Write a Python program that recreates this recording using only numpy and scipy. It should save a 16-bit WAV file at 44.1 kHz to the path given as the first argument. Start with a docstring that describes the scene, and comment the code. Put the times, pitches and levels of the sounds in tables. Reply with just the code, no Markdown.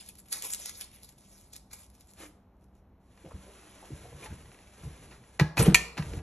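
"""Stamping foil in a hand press

In a small workshop, thin foil is laid on a press. It crinkles and snaps as its creases pop
through, while hands and clothes rub. The lever is pulled and jolts make the bench thud.
The head knocks onto the die (the stamping block), the joints grind and squeak as the load
builds, and the linkage clacks against its stop. A faint hum lies under it all."""
import sys
import numpy as np
from scipy import signal
from scipy.fft import rfft, irfft, next_fast_len
from scipy.io import wavfile

SR = 44100
rng = np.random.default_rng(int(sys.argv[2]) if len(sys.argv) > 2 else 0)


def output_pcm(signal):
    """Save a mono or channel-first signal as 16-bit PCM at the path in sys.argv[1].

    Samples are clipped to [-1, 1] before scaling.
    """
    pcm = np.clip(np.atleast_2d(signal).T, -1, 1) * 32767
    wavfile.write(sys.argv[1], SR, np.round(pcm).astype(np.int16))


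N = 274288

# Levels in the tables are relative: gains and filters further on set the final loudness.
# the tone of the workshop air: (frequency [Hz], level [dB])
AIR_COLOUR = [(15, -53.5), (25, -18), (60, -8.5), (160, -18.5), (197, -16.5), (450, -27), (850, -29),
              (1780, -43), (8470, -66), (12300, -54), (14000, -79.5)]
# mains hum and a neighbouring tone: (pitch [Hz], level [dB])
HUM_TONES = [(60, -66.5), (193.8, -69.5)]
# the sheet is picked up, drawn over the die, lowered, lined up, smoothed and let go:
# (time [s], length [s], level [dB])
FOIL_MOVES = [(.008, 0.0028, -48.5), (.08, 0.011, -56.5), (.335, 0.047, -41.5), (.447, 0.017, -38.5),
              (.52, 0.016, -38.5), (.6, 0.093, -45.5), (.74, 0.1, -50.5), (.94, 0.016, -55),
              (1.0, 0.12, -64.5), (1.21, 0.26, -62), (1.32, 0.026, -67), (1.54, 0.017, -57.5),
              (1.748, 0.092, -55), (1.94, 0.085, -66), (2.09, 0.014, -60), (2.19, 0.074, -56.5),
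              (2.625, 0.016, -77.5), (2.76, 0.017, -74.5)]
# big creases popping, each in a flurry of small ones: (time [s], snap level [dB], flurry level [dB])
FOIL_SNAPS = [(0.062, -37.5, -58), (.089, -41, -47.5), (0.154, -40, -59), (0.173, -44, -77),
              (.186, -41, -54.5), (0.199, -48, -56), (.259, -48, -59), (0.285, -42, -65),
              (.327, -10.5, -30), (.423, -18.5, -49), (.44, -28, -50), (0.504, -22.5, -42.5),
              (.536, -15, -50), (.547, -17, -55), (0.659, -20, -45.5), (.695, -23, -50),
              (0.811, -21, -39.5), (.915, -44, -75), (1.033, -34, -54), (1.046, -41, -56),
              (1.091, -35, -68), (1.183, -57, -55), (1.534, -32, -50.5), (1.558, -35, -57),
              (1.564, -26, -67), (1.713, -45, -54), (1.733, -31.5, -41), (1.82, -45, -79),
              (1.901, -45, -70), (1.951, -44, -72), (2.009, -38.5, -63), (2.136, -40, -73)]
# borders of the bands in which folds of different size sound: (frequency [Hz])
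FOLD_EDGES = [150, 1200, 2400, 3600, 5200, 6800, 8500, 10500, 12200]
# the tone of the foil: (frequency [Hz], level [dB])
FOIL_COLOUR = [(150, -43.5), (400, -8), (1100, -9), (2200, -5.5), (3100, -5.5), (4300, -2.5), (6500, -0.9),
               (8500, 1), (9600, -2.5), (11000, 5.5), (12200, -5.5), (13500, -21.5), (15000, -34.5)]
# a hand brushes off the sheet, later shifts on the press: (time [s], length [s], level [dB])
HAND_BRUSHES = [(2.205, 0.038, -59), (5.98, .2, -61)]
# arm and shirt reach for the lever and pull it: (time [s], level [dB])
ARM_MOVES = [(3.0, -83), (3.19, -67), (3.26, -64), (3.55, -60), (3.85, -59.5), (4.02, -57.5), (4.15, -61),
             (4.24, -50), (4.31, -58.5), (4.68, -65), (4.85, -57.5), (5.15, -61.5), (5.2, -67), (5.38, -65)]
# the tone of rubbing skin and cloth: (frequency [Hz], level [dB])
RUB_COLOUR = [(120, -13.5), (300, 10), (800, 2.5), (1300, 0.5), (2300, 0), (3300, -2.5), (5000, -6.5),
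              (7500, -2.5), (9500, -6.5), (11000, 3), (12000, -20), (13000, -44.5), (15000, -63)]
# hands and sheet scuff the bed, hands grip the lever: (time [s], length [s], level [dB], pitch [Hz])
SCUFFS = [(0.853, 0.17, -68, 2440), (2.21, .055, -59.5, 1800), (3.246, 0.041, -51.5, 450),
          (3.252, 0.024, -65, 2300), (3.309, 0.014, -58.5, 1140), (3.468, 0.038, -54.5, 384),
          (3.827, 0.033, -54.5, 604), (4.044, 0.014, -53, 557), (4.127, 0.0071, -53.5, 516),
          (4.227, 0.031, -59, 2200), (4.302, .02, -61, 1680)]
# the bed plate singing: (time [s], level [dB], pitch [Hz], swell time [s])
PLATE_TONES = [(2.235, -53, 303, 0.029)]
# jolts passing from the head down the frame into the bench:
# (time [s], head level [dB], frame level [dB], bench level [dB], head pitch [Hz], frame pitch [Hz])
JOLTS = [(2.251, -53, -79, -60, 295, 141), (3.243, -37.5, -46, -46, 337, 168),
         (3.315, -44, -57, -34.5, 537, 139), (3.904, -34.5, -39.5, -36, 303, 128),
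         (4.112, -61, -56, -41, 302, 139), (4.284, -51, -45, -32, 300, 134),
         (4.82, -51, -40.5, -34.5, 330, 165), (4.849, -63, -35.5, -38.5, 332, 132),
         (5.398, -25, -13, -27, 354, 149.4), (5.575, -22, -28, -31, 280, 113),
         (5.58, -30, -15, -26, 250, 108), (5.6, -32, -19, -23.5, 472, 169),
         (5.666, -15.5, -10.5, -34, 416, 176), (5.675, -19, -49, -45, 347, 173),
         (5.718, -22, -30, -32.5, 325, 145), (5.981, -32.5, -26, -34, 315, 160),
         (6.135, -30, -42, -30.5, 334, 138)]
# the notes of the bench top: (pitch [Hz], level [dB], time to fade by 60 dB [s])
BENCH_MODES = [(59.5, -2, 0.52), (155.7, -0.5, 0.28), (178, -2, 0.094), (193, 7.5, 0.14),
               (241.9, 2.5, 0.27), (325, 2.5, 0.15), (474, 4.5, 0.2)]
# the head and its pivots knock on die and guides: (time [s], level [dB], contact time [s])
HEAD_KNOCKS = [(3.175, -55.5, 0.003), (4.258, -46, 0.0062), (4.457, -55, 0.0026), (4.517, -53, 0.0017),
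               (4.545, -51, 0.0014), (4.589, -55, 0.003), (5.111, -53.5, 0.028), (5.238, -58, 0.004),
               (5.3925, -39, 0.023), (5.397, -16.5, 0.0029), (5.405, -29.5, 0.012), (5.571, -27, 0.004),
               (5.578, -26, 0.005), (5.596, -33, 0.0025), (5.626, -28, 0.0014), (5.971, -41.5, 0.0078),
               (5.977, -34, 0.014), (6.024, -40.5, 0.0056), (6.135, -42.5, 0.0018), (6.19, -49, 0.0025)]
# the tone of those knocks: (frequency [Hz], level [dB])
HEAD_COLOUR = [(120, -5), (400, -7), (650, 2.5), (1000, 0.5), (1400, 0.5), (1950, 3), (2550, -0.5),
               (3300, -9), (4200, -4), (7500, -14.5), (11000, -15), (12400, -25), (14000, -60),
               (16000, -84)]
# the notes of the steel head: (pitch [Hz], level [dB], time to fade by 60 dB [s])
HEAD_MODES = [(804, 8, 0.24), (865, 10, 0.21), (1003, 19.5, 0.065), (1180, 10, 0.12), (1652, 8.5, 0.37),
              (1691, 8, 0.44), (1953, 22.5, 0.039), (2295, 17.5, 0.046), (2630, 26, 0.018),
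              (2910, 10, 0.098)]
# the lever swings down, then eases back: (time [s], length [s], level [dB])
LEVER_SWINGS = [(4.0, 0.496, -63), (4.8, 0.42, -64), (6.05, 0.23, -49)]
# dry steel squeaking: (time [s], level [dB], pitch [Hz], swell time [s])
SQUEAKS = [(4.222, -50, 2410, .012), (4.257, -45, 865, 0.0092), (5.576, -21.5, 2522, 0.0058),
           (5.592, -26, 3320, .0016), (5.62, -27, 10930, 0.011), (5.622, -17, 8420, 0.0046),
           (5.645, -32, 2910, 0.0048), (5.66, -37, 3170, 0.0051)]
# the joints slip as the die takes the load: (time [s], length [s], grind level [dB], crush level [dB])
JOINT_SLIPS = [(5.576, 0.0079, -32, -34), (5.594, 0.0035, -30.5, -24), (5.66, 0.0037, -34, -35)]
# the tone of the grinding joints: (frequency [Hz], level [dB])
GRIND_COLOUR = [(60, -10.5), (200, 0), (500, -2.5), (900, -9), (1800, -12.5), (2900, -16), (4500, -22.5),
                (8000, -43), (13000, -75)]
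# the tone of the hiss of crushed foil: (frequency [Hz], level [dB])
CRUSH_COLOUR = [(1000, -8), (3500, -9), (6300, -4), (8000, -2.5), (8550, -2), (9500, -7), (10500, 7),
                (10900, -26), (11500, 5.5), (12600, -34), (14500, -69)]
# the linkage ticks against its stop, lands with its full weight and chatters:
# (time [s], crack level [dB], contact time [s], clack level [dB])
STOP_KNOCKS = [(5.745, -9, 0.0034, -29), (5.7471, -19.5, 0.0024, -3.5), (5.7504, -32, 0.0015, -26),
               (5.754, -15.5, 0.002, -10.5)]
# the tone of the cracks at the stop: (frequency [Hz], level [dB])
STOP_COLOUR = [(150, -49), (600, -9.5), (1000, -2), (1500, -6), (2400, 9), (3300, -7), (4300, 3),
               (5300, -4.5), (7300, 3), (9300, -5), (11300, -1.5), (13000, -23.5), (15500, -38)]
# the notes of the lever: (pitch [Hz], level [dB], time to fade by 60 dB [s])
LEVER_MODES = [(736, -11.5, 0.24), (968, 1.5, 0.086), (1810, 4.5, 0.23), (2128, -10, .13), (2230, -4, .1),
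               (2440, -6, .11), (2550, 4, 0.1), (2650, -14, 0.12), (3240, 2.5, 0.12), (8060, -14, 0.048)]
# how long the room echoes: (frequency [Hz], time to fade by 60 dB [s])
ROOM_DECAY = [(80, 0.52), (250, 0.48), (700, 1), (2000, 0.41), (6000, 0.46), (12000, 0.25)]
# how far the two microphone openings are out of step: (frequency [Hz], phase [radians])
PORT_PHASE = [(0, 0), (2330, 0.2), (3010, 1.1), (4130, 0.9), (4570, 1.9), (5250, 5.0), (5680, 6.2),
              (6200, 6.4), (8350, 9.2), (9560, 9.5), (11800, 12.3), (13800, 12.6), (14000, 13.2),
              (15900, 15.9)]

TIME = np.arange(N) / SR


def amp(db):
    """Turn decibels into a gain to multiply by."""
    return 10 ** (np.asarray(db) / 20)


def unit(x):
    """Scale a sound to an average strength (rms) of 1."""
    return x / np.sqrt(np.mean(x ** 2))


def add(track, s, sound):
    """Mix a sound into a track, starting at s seconds."""
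    start = max(int(s * SR), 0)
    track[start:start + len(sound)] += sound[:max(N - start, 0)]


def band(x, low_hz, high_hz, order=2):
    """Keep what lies between two frequencies."""
    return signal.sosfilt(signal.butter(order, [low_hz, high_hz], "band", fs=SR, output="sos"), x)


def cut_bass(x, hz, order):
    """Weaken what lies below a frequency."""
    return signal.sosfilt(signal.butter(order, hz, "high", fs=SR, output="sos"), x)


def through(x, response):
    """Pass a sound through an object, given its response to one click (scaled to energy 1)."""
    return signal.oaconvolve(x, response / np.linalg.norm(response))[:N]


def colour(x, points, size=2048):
    """Shape a sound's tone to follow (frequency [Hz], level [dB]) points."""
    hz, db = np.transpose(points)
    bins = np.arange(size // 2 + 1) * SR / size
    gains = amp(np.interp(np.log(bins + 1), np.log(hz), db))
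    cepstrum = irfft(np.log(gains))
    # keeping only the first half makes the filter answer after a click, never before it
    fold = 1 + np.sign(size / 2 - np.arange(size))
    fold[0] = 1
    return through(x, irfft(np.exp(rfft(cepstrum * fold))))


def waver(per_s):
    """A smooth random wobble of about 1 either way."""
    knots = np.arange(0, N / SR + 1, 1 / per_s)
    return unit(np.interp(TIME, knots, rng.standard_normal(len(knots))))


def gesture(s, length_s, attack_s, release_s):
    """A gain that rises to 1 at time s, holds and dies away."""
    return np.exp(-np.maximum(s - TIME, 0) / attack_s - np.maximum(TIME - s - length_s, 0) / release_s)


def movements(rows, attack_s=0.019, release_s=0.017):
    """The speed of a hand as a gain, from (time [s], length [s], level [dB]) rows."""
    return sum(amp(db) * gesture(s, length_s, attack_s, release_s) for s, length_s, db in rows)


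def grains(per_s, spread_db):
    """Random clicks of uneven size."""
    size = amp(spread_db * np.clip(rng.standard_normal(N), -2, 2))
    return unit((rng.random(N) < per_s / SR) * size * rng.choice([-1, 1], N))


def burst(decay_s, size=8192):
    """A rough contact: a fading spray of tiny hits, equally strong at every frequency."""
    spray = rng.choice([-1, 1], size) * np.exp(-TIME[:size] / decay_s)
    flattened = irfft(np.exp(1j * np.angle(rfft(spray))))
    return np.linalg.norm(spray) * flattened[:size // 2]


def swells(rows):
    """Short tones that grow and fade, from (time [s], level [dB], pitch [Hz], swell time [s]) rows."""
    track, t = np.zeros(N), TIME[:SR // 4]
    for s, db, hz, swell_s in rows:
        envelope = (t / swell_s * np.exp(1 - t / swell_s)) ** 2
        add(track, s, amp(db) * envelope * np.sin(2 * np.pi * hz * t))
    return track


def ring(x, modes):
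    """A shaken object rings with its own fading notes, called modes."""
    t = TIME[:SR // 2]
    notes = sum(amp(db) * np.sin(2 * np.pi * hz * t) * np.exp(-np.log(1000) * t / fade_s)
                for hz, db, fade_s in modes)
    return through(x, notes)


def cracks(rows, crack_colour):
    """Metal meets metal: one rough crack for each (time [s], level [dB], contact time [s]) row."""
    track = np.zeros(N)
    for s, db, contact_s in rows:
        add(track, s, amp(db) * burst(contact_s))
    return colour(track, crack_colour)


def ringing(blows, modes):
    """A struck part rings on after each (time [s], level [dB]) blow."""
    track = np.zeros(N)
    for s, db in blows:
        add(track, s, [amp(db)])
    return band(ring(track, modes), 67, 8700, order=4)


def background(air_db=-60.5, hum_gain_db=-1):
    """Low, steady workshop air with a faint hum."""
    air = amp(air_db) * unit(colour(rng.standard_normal(N), AIR_COLOUR, size=8192))
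    hum = sum(amp(db) * np.sqrt(2) * np.sin(2 * np.pi * hz * TIME) for hz, db in HUM_TONES)
    return air + amp(hum_gain_db) * hum


def creasing(rise_s=0.0049, fall_s=0.0074):
    """How busily the sheet creases: under moving fingers, and in a flurry around each snap."""
    flurries = sum(amp(db) * gesture(s, 0, rise_s, fall_s) for s, _, db in FOIL_SNAPS)
    return movements(FOIL_MOVES) + flurries


def foil(crinkle_db=-1.5, clump_db=0.7, shift_db=3.5, tick_db=-41, snap_db=-5):
    """Tiny creases crackle in clumps as the sheet bends; bigger ones pop through one by one."""
    busy = creasing()
    clumps = amp(crinkle_db + clump_db * waver(per_s=200))
    creases = clumps * busy * grains(per_s=2000, spread_db=0.5)
    # the tone shifts as the folds change size
    creases = sum(amp(shift_db * waver(per_s=45)) * band(creases, low, high, order=3)
                  for low, high in zip(FOLD_EDGES, FOLD_EDGES[1:]))
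    # lone crisp ticks stand out when the sheet is barely moved
    pops = amp(tick_db) * np.sqrt(busy) * grains(per_s=84, spread_db=8)
    # only the big snaps, added next, reach the highest treble
    creases, pops = band([creases, pops], FOLD_EDGES[0], FOLD_EDGES[-1], order=6)
    for s, db, _ in FOIL_SNAPS:
        add(pops, s, amp(db + snap_db) * burst(decay_s=0.0009))
    # a single crease gives off little bass
    return colour(creases + cut_bass(pops, hz=3500, order=1), FOIL_COLOUR)


def rubbing(arm_db=2.5, uneven_db=1.0, brush_db=9.0, fingertip_db=-44):
    """Skin and cloth slide with a fine, grainy hiss under uneven pressure."""
    times, levels = np.transpose(ARM_MOVES)
    arm_speed = amp(np.interp(TIME, times, levels, left=-np.inf, right=-np.inf))
    arm = amp(arm_db + uneven_db * waver(per_s=49)) * arm_speed
    brushes = amp(brush_db) * movements(HAND_BRUSHES)
    # the fingertips' hiss grows more slowly than the crinkling they cause
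    fingertips = amp(fingertip_db) * np.sqrt(creasing())
    return colour((arm + brushes + fingertips) * grains(per_s=9000, spread_db=4.0), RUB_COLOUR)


def scuffing(width_octaves=0.82, attack_s=0.0032, release_s=0.0054):
    """Short, coarse scrapes, each at the pitch of the part that is touched."""
    track, edge = np.zeros(N), 2 ** (width_octaves / 2)
    for s, length_s, db, hz in SCUFFS:
        scrape = unit(band(grains(per_s=610, spread_db=2.5), hz / edge, hz * edge))
        track += amp(db) * gesture(s, length_s, attack_s, release_s) * scrape
    return track


def bed_plate():
    """The plate under the foil sings briefly as the hand slides off it."""
    return swells(PLATE_TONES)


def thuds(thud_db=-2.5, ring_db=-20, roughness=0.39, shudder_db=6.5, head_swell_s=0.0033,
          frame_lag_s=0.00943, frame_swell_s=0.0084,
          bench_lag_s=0.0209, bench_swell_s=0.018, bench_hz=72.7):
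    """Each jolt rocks the head, then the heavy frame, then the bench, whose top rings on."""
    head = swells([(s, db, hz, head_swell_s) for s, db, _, _, hz, _ in JOLTS])
    frame = swells([(s + frame_lag_s, db, hz, frame_swell_s) for s, _, db, _, _, hz in JOLTS])
    bench = swells([(s + bench_lag_s, db, bench_hz, bench_swell_s) for s, _, _, db, _, _ in JOLTS])
    # loose parts chatter while the frame moves
    chatter = unit(colour(rng.standard_normal(N), [(200, 5), (500, -9), (1500, -54), (6000, -110)]))
    # the frame shudders faintly while the lever swings
    shudder = colour(movements(LEVER_SWINGS) * rng.standard_normal(N),
                     [(25, -17.5), (65, 1.5), (300, -16), (900, -25), (3000, -79)])
    jolts = amp(thud_db) * (head + frame + bench) * (1 + roughness * chatter)
    rocking = jolts + amp(shudder_db) * shudder
    # the small bench gives off little deep bass
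    return band(rocking + amp(ring_db) * ring(rocking, BENCH_MODES), 41, 4000, order=1)


def head_knocks(crack_db=1, ring_db=19):
    """The steel head knocks on die and guides; returns its cracks and its ringing."""
    crack = amp(crack_db) * cracks(HEAD_KNOCKS, HEAD_COLOUR)
    blows = [(s, db) for s, db, _ in HEAD_KNOCKS]
    return crack, amp(ring_db) * ringing(blows, HEAD_MODES)


def pivots(tick_db=-17):
    """The pivots tick at random while the lever swings."""
    ticks = movements(LEVER_SWINGS) * grains(per_s=29, spread_db=3)
    return amp(tick_db) * colour(ticks, HEAD_COLOUR)


def squeaking(squeak_db=-1, roughness=0.31):
    """Dry steel squeaks under load in short, rough tones."""
    return amp(squeak_db) * swells(SQUEAKS) * (1 + roughness * waver(per_s=990))


def clamping(grind_db=-1, crush_db=-2, attack_s=0.0042, grind_release_s=0.052, crush_release_s=0.019):
    """The joints slip and grind while the foil hisses as it is crushed on the die."""
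    sliding = sum(amp(db) * gesture(s, length_s, attack_s, grind_release_s)
                  for s, length_s, db, _ in JOINT_SLIPS)
    squeezing = sum(amp(db) * gesture(s, length_s, attack_s, crush_release_s)
                    for s, length_s, _, db in JOINT_SLIPS)
    grind = amp(grind_db) * sliding * grains(per_s=1400, spread_db=1.5)
    crush = amp(crush_db) * squeezing * grains(per_s=7200, spread_db=2)
    return colour(grind, GRIND_COLOUR) + colour(crush, CRUSH_COLOUR)


def linkage_stop(crack_db=3, clack_hz=2373, clack_swell_s=0.00084, ring_db=4):
    """The linkage hits its stop; returns the cracks with their short clacks, and the lever's ring."""
    crack = amp(crack_db) * cracks([row[:3] for row in STOP_KNOCKS], STOP_COLOUR)
    clack = swells([(s, db, clack_hz, clack_swell_s) for s, _, _, db in STOP_KNOCKS])
    landing_s = STOP_KNOCKS[1][0]  # the heavy second contact sets the lever ringing
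    return crack + clack, ringing([(landing_s, ring_db)], LEVER_MODES)


def room(x, early_db=5, early_s=0.01, gap_s=0.0014, size=32768):
    """Dense echoes from bench and walls, each octave fading at its own rate."""
    t, spectrum = TIME[:size], rfft(rng.standard_normal(size))
    bins = np.arange(len(spectrum)) * SR / size
    octave = np.round(np.log2(np.maximum(bins, 64)))
    hz, fade_s = np.transpose(ROOM_DECAY)
    tail = sum(irfft(spectrum * (octave == k))
               * np.exp(-np.log(1000) * t / np.interp(k, np.log2(hz), fade_s))
               for k in np.unique(octave))
    # echoes from the bench are strong and die away first
    early_boost = 1 + amp(early_db) * np.exp(-t / early_s)
    return through(x, tail * (t > gap_s) * early_boost)


def roaming(x, moves_per_s=14, spots=4):
    """Echoes of a sound that drifts between several spots in the room."""
    shares = np.array([waver(per_s=moves_per_s) for _ in range(spots)])
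    return sum(room(x * share) for share in shares / np.linalg.norm(shares, axis=0))


def scene(hand_room_db=-7.5, press_room_db=-10, ring_room_db=-17, thud_room_db=-17, wide_db=-6):
    """Hands and press in one small room; only the echoes differ between left and right."""
    hands = foil() + rubbing() + scuffing() + bed_plate()
    head_crack, head_ring = head_knocks()
    stop_crack, lever_ring = linkage_stop()
    press = head_crack + pivots() + squeaking() + clamping() + stop_crack
    rings = head_ring + lever_ring
    thumps = thuds()
    # what the moving hands and the standing press send into the room
    moving = amp(hand_room_db) * hands
    standing = amp(press_room_db) * press + amp(ring_room_db) * rings + amp(thud_room_db) * thumps
    mid = hands + press + rings + thumps + roaming(moving) + room(standing) + background()
    # long, low waves reach left and right alike
    side = amp(wide_db) * cut_bass(room(moving + standing), hz=480, order=3)
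    return np.array([mid + side, mid - side])


def record(dry, top_hz=15800):
    """A phone's two microphone openings fall out of step towards the treble; the very top is cut."""
    hz, radians = np.transpose(PORT_PHASE)
    size = next_fast_len(N + SR // 10)
    turn = np.interp(np.arange(size // 2 + 1) * SR / size, hz, radians)
    half_turns = np.exp(.5j * np.array([turn, -turn]))  # left and right turn opposite ways
    ports = irfft(rfft(dry, size) * half_turns, size)[:, :N]
    treble_cut = signal.ellip(10, .2, 95, top_hz, fs=SR, output="sos")
    return signal.sosfilt(treble_cut, np.clip(ports, -1, 1))


dry = scene()
out = record(dry)
output_pcm(out)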